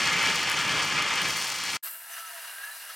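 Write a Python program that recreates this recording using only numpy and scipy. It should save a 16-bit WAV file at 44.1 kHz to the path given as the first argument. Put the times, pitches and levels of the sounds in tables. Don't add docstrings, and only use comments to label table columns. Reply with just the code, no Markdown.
import sys
import numpy as np
from scipy import signal
from scipy.fft import rfft, irfft
from scipy.io import wavfile
from scipy.ndimage import uniform_filter1d

SR = 44100
rng = np.random.default_rng(int(sys.argv[2]) if len(sys.argv) > 2 else 0)


def file_out(sig):
    cols = np.atleast_2d(sig).T
    lim = np.clip(cols, -1, 1)
    pcm = np.round(lim * 32767).astype(np.int16)
    wavfile.write(sys.argv[1], SR, pcm)


N = 130095

# (time [s], large bubbles [dB], small bubbles [dB], rumble [dB])
BOIL_LEVELS = [(0, -27, -31, -41), (.09, -27, -33, -40.5), (.31, -26, -32, -39.5), (.45, -29, -35, -43),
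               (.62, -28.5, -35.5, -41.5), (.76, -26.5, -34, -38.5), (.88, -29.5, -34.5, -42),
               (1.0, -27.5, -36, -41.5), (1.07, -29, -35.5, -43), (1.24, -27, -34.5, -40),
               (1.35, -31.5, -34, -45), (1.48, -34, -35.5, -48.5), (1.77, -33, -36, -49.5)]


def sizzle():
    # (frequency [Hz], relative level [dB])
    large_spectrum = [(300, -28.5), (680, -13), (820, -4), (1300, -3), (1480, -4), (2100, -1.5),
                      (3300, -0.5), (3800, -11.5), (5000, -23.5), (9000, -61)]
    # (frequency [Hz], relative level [dB])
    small_spectrum = [(2500, -28), (3900, -4.5), (4400, 0.5), (5800, -2), (7500, -7.5), (10200, -17.5),
                      (12000, -25), (16000, -30)]
    # (frequency [Hz], bandwidth [Hz], gain [dB])
    iron_modes = [(898, 22, -8), (1228, 34, -2.5), (1336, 44, -2), (1688, 48, 1.5), (2100, 51, -1.5),
                  (2330, 17, 5.5), (4300, 75, -6.5)]
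    # (start [s], length [s], level [dB])
    surges = [(.02, 0.36, -28.5), (.93, .14, -30.5)]
    # (frequency [Hz], bandwidth [Hz], gain [dB])
    surge_band = [(2220, 870, 0)]
    flurry_db = walk(79.92)
    large = ring(colour(bursts(9000, scatter_db=4, spread=0.039), large_spectrum), iron_modes)
    small = ring(colour(bursts(7000, scatter_db=5.5, spread=0.1), small_spectrum), iron_modes)
    surge_noise = colour(rng.standard_normal((1, N)), large_spectrum)
    surge = ring(resonate(surge_noise, surge_band), iron_modes)
    return (unit(large) * undb(curve(BOIL_LEVELS, column=1) + 1.04 * flurry_db)
            + unit(small) * undb(curve(BOIL_LEVELS, column=2) + flurry_db + 0.58 * walk(120))
            + unit(surge) * undb(flurry_db) * swells(surges))


def crackle():
    # (time [s], level [dB])
    snap_levels = [(0, -51), (.85, -47.5), (.95, -57), (1.18, -56), (1.3, -39), (1.5, -41), (1.65, -45),
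                   (1.77, -41.5)]
    # (frequency [Hz], gain [dB])
    snap_spectrum = [(800, -11), (3000, 6), (6000, 5), (9000, 7), (12000, 1.5), (16000, -4.5)]
    # (time [s], peak before filtering [dB])
    spits = [(.021, -29), (.129, -26), (.229, -20), (.273, -23), (.359, -22), (.394, -28), (.432, -26),
             (.499, -16), (.516, -22), (.666, -27.5), (.848, -23), (1.025, -22.5), (1.158, -22.5),
             (1.218, -18.5), (1.424, -20), (1.444, -23), (1.502, -20), (1.542, -27), (1.638, -25),
             (1.726, -27)]
    max_snaps_per_s, spit_decay_s = 650, 0.00072
    strength = undb(curve(snap_levels, column=1))
    snaps_per_s = max_snaps_per_s * strength / strength.max()
    clicks = bursts(snaps_per_s, scatter_db=4.5, spread=0.2) / np.sqrt(snaps_per_s)
    snaps = unit(colour(clicks, snap_spectrum))
    drops, age_s = np.zeros((2, N)), np.arange(SR // 100) / SR
    for (start_s, db), pan in zip(spits, rng.standard_normal(len(spits))):
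        spit = rng.standard_normal(len(age_s)) * np.exp(-age_s / spit_decay_s)
        gains = undb(db + 2 * pan * np.array([[1], [-1]]))
        i = int(start_s * SR)
        drops[:, i:i + len(age_s)] += gains * spit / np.abs(spit).max()
    return snaps * strength + colour(drops, snap_spectrum)


def ladle():
    # (time [s], rub [dB], grit [dB])
    stroke = [(1.83, -48.5, -52), (1.875, -43.5, -47.5), (1.895, -49, -53.5), (1.97, -49, -60),
              (2.07, -51, -56.5), (2.125, -44, -52), (2.215, -43.5, -49), (2.24, -49.5, -56),
              (2.27, -44.5, -51), (2.7, -45, -53), (2.785, -48.5, -50), (2.85, -44.5, -52.5),
              (2.95, -46, -50)]
    # (frequency [Hz], relative level [dB])
    rub_spectrum = [(350, -25.5), (570, -14), (670, -5), (820, -7.5), (1060, -5.5), (1700, 4.5),
                    (2300, -4.5), (2900, -5), (3500, -9.5), (10000, -42)]
    # (frequency [Hz], relative level [dB])
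    grit_spectrum = [(2000, -36), (3600, 0), (4100, 3.5), (6200, 0.5), (7000, -7.5), (9000, -18),
                     (16000, -39)]
    # (frequency [Hz], bandwidth [Hz], gain [dB])
    ladle_modes = [(470, 40, -3), (673, 30, -0.5), (960, 17, 10), (1306, 29, 1), (1630, 33, -3.5),
                   (2824, 110, 6)]
    low_cut_hz = 300
    catch_db = walk(60)
    rub = ring(colour(bursts(6000, scatter_db=4, spread=0.13), rub_spectrum), ladle_modes)
    rub = signal.sosfilt(signal.butter(6, low_cut_hz, "high", fs=SR, output="sos"), rub)
    grit = colour(bursts(6000, scatter_db=2.5, spread=0.13), grit_spectrum)
    return (unit(rub) * undb(curve(stroke, column=1) + catch_db)
            + unit(grit) * undb(curve(stroke, column=2) + catch_db))


def hiss():
    # (frequency [Hz], relative level [dB])
    steam_spectrum = [(4000, -29), (7000, -15), (7700, -4.5), (10500, -5), (13000, 3), (16000, -5)]
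    # (frequency [Hz], relative level [dB])
    simmer_spectrum = [(3000, -29), (6800, -9), (7600, -3), (8600, -2), (10000, 1.5), (11500, -1),
                       (13000, -1.5), (16000, -8)]
    # (time [s], level [dB])
    simmer_levels = [(2.06, -48.5), (2.125, -42.5), (2.21, -42.5), (2.24, -48), (2.28, -44.5),
                     (2.95, -45.5)]
    peak_s, peak_db, rise_db_per_s, fall_db_per_s = 1.846, -34, 80, 82
    age_s = times() - peak_s
    flash_db = peak_db + np.minimum(rise_db_per_s * age_s, -fall_db_per_s * age_s)
    steam = unit(colour(bursts(9000, scatter_db=6.0, spread=0.045), steam_spectrum))
    simmer = unit(colour(bursts(12000, scatter_db=4, spread=0.055), simmer_spectrum))
    return steam * undb(flash_db) + simmer * undb(curve(simmer_levels, column=1) + .5 * walk(40))


def singing():
    # (start [s], length [s], from [Hz], to [Hz], level [dB])
    glides = [(1.92, .22, 910, 805, -63), (2.07, .25, 1392, 1290, -49), (2.17, .27, 790, 632, -54.5),
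              (2.43, .33, 1420, 1790, -42.5), (2.64, .13, 3780, 4100, -52.5)]
    width_hz, roughness = 50, .33
    t, tones = times(), np.zeros(N)
    for start_s, length_s, from_hz, to_hz, db in glides:
        along = np.clip((t - start_s) / length_s, 0, 1)
        phase = 2 * np.pi * np.cumsum(from_hz + (to_hz - from_hz) * along) / SR
        waver = 1 + roughness * (walk(2 * width_hz) + 1j * walk(2 * width_hz))
        tone = unit((waver * np.exp(1j * phase)).real)
        tones += undb(db) * np.sin(np.pi * along ** 2) * tone
    return tones


def scrapes():
    # (start [s], length [s], level [dB])
    contacts = [(2.112, 0.051, -47), (2.17, .06, -50), (2.258, 0.027, -48.5)]
    # (frequency [Hz], bandwidth [Hz], gain per pass [dB])
    rim_modes = [(2920, 320, 0), (6080, 370, 1)]
    rasp = resonate(resonate(rng.standard_normal(N), rim_modes), rim_modes)
    return unit(rasp) * swells(contacts)


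def rumble():
    # (frequency [Hz], relative level [dB])
    spectrum = [(48, -32), (65, -9), (170, 2), (240, -6.5), (285, -1), (360, -5), (600, -4), (900, -25),
                (2000, -46)]
    flutter = unit(colour(bursts(9000, scatter_db=2.5, spread=0.27), spectrum))
    return flutter * undb(curve(BOIL_LEVELS, column=3) + walk(34.96))


def kitchen(x):
    t60_s, delay_s, wet_db = 0.28, .003, -13
    t = np.arange(SR // 3) / SR
    mid, side = rng.standard_normal((2, len(t))) * undb(-60 * t / t60_s) * (t > delay_s)
    tail = (mid + 0.14 * side * np.array([[1], [-1]])) / np.sqrt(np.sum(mid ** 2))
    return x + undb(wet_db) * signal.fftconvolve(x, tail, axes=1)[:, :N]


def widen(x, width, taps):
    scatter = np.fft.fftshift(irfft(1j * rng.choice([-1, 1], taps // 2 + 1)))
    side = signal.fftconvolve(x.mean(axis=0), scatter)[taps // 2:taps // 2 + N]
    return x + irfft(rfft(side) * bin_gains(width, N), N) * np.array([[1], [-1]])


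def bursts(rate_per_s, scatter_db, spread):
    hit = rng.random(N) < rate_per_s / SR
    size = undb(scatter_db * np.minimum(rng.standard_normal(N), 2)) * rng.choice([-1, 1], N)
    side = spread * rng.standard_normal(N)
    return unit(hit * size * np.array([1 + side, 1 - side]))


def bin_gains(spectrum, size):
    hz, db = np.array(spectrum, float).T
    return undb(np.interp(np.log(np.fft.rfftfreq(size, 1 / SR) + 1), np.log(hz), db))


def colour(x, spectrum, taps=4096):
    cepstrum = irfft(np.log(bin_gains(spectrum, taps)))
    cepstrum[1:taps // 2] *= 2
    cepstrum[taps // 2 + 1:] = 0
    impulse = irfft(np.exp(rfft(cepstrum)))
    return signal.fftconvolve(x, impulse[None], axes=1)[:, :N]


def resonate(x, modes):
    return sum(undb(db) * signal.lfilter(*signal.iirpeak(hz, hz / width_hz, fs=SR), x)
               for hz, width_hz, db in modes)


def ring(x, modes):
    return x + resonate(x, modes)


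def walk(rate_hz):
    step = max(int(SR / rate_hz), 2)
    held = np.repeat(rng.standard_normal(N // step + 2), step)
    return unit(uniform_filter1d(held, step)[step // 2:N + step // 2])


def swells(table):
    return sum(undb(db) * np.sin(np.pi * np.clip((times() - start_s) / length_s, 0, 1))
               for start_s, length_s, db in table)


def curve(table, column):
    rows = np.array(table, float)
    return np.interp(times(), rows[:, 0], rows[:, column])


def times():
    return np.arange(N) / SR


def unit(x):
    return x / np.sqrt(np.mean(x ** 2))


def undb(db):
    return 10 ** (np.asarray(db) / 20)


def scene():
    # (frequency [Hz], side gain [dB])
    sizzling_width = [(4500, -20.5), (9000, -8.5), (14000, -6)]
    # (frequency [Hz], side gain [dB])
    spreading_width = [(600, -4.5), (1500, -12.5), (4500, -10.5), (8000, -25)]
    break_s, fade_out_s, resume_s, fade_in_s = 1.769, 0.0023, 1.826, 0.0086
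    tail_db, tail_fall_db_per_s = -20, 1000
    sizzle_left_db, crackle_left_db, hiss_left_db = 0.95, 3, 1.3
    t, lean = times(), np.array([[.5], [-.5]])
    tail = undb(tail_db - tail_fall_db_per_s * np.maximum(t - break_s, 0))
    before_gap = np.maximum(np.clip((break_s - t) / fade_out_s + 1, 0, 1), tail)
    after_gap = np.clip((t - resume_s) / fade_in_s, 0, 1)
    sizzling = kitchen(sizzle() * undb(sizzle_left_db * lean) + crackle() * undb(crackle_left_db * lean))
    spreading = kitchen(ladle() + singing() + scrapes() + hiss() * undb(hiss_left_db * lean))
    return (before_gap * (widen(sizzling, sizzling_width, taps=32) + rumble())
            + after_gap * widen(spreading, spreading_width, taps=1024))


def record(dry):
    top_hz = 16050
    return signal.sosfilt(signal.ellip(10, .2, 80, top_hz, fs=SR, output="sos"), dry)


dry = scene()
out = record(dry)
file_out(out)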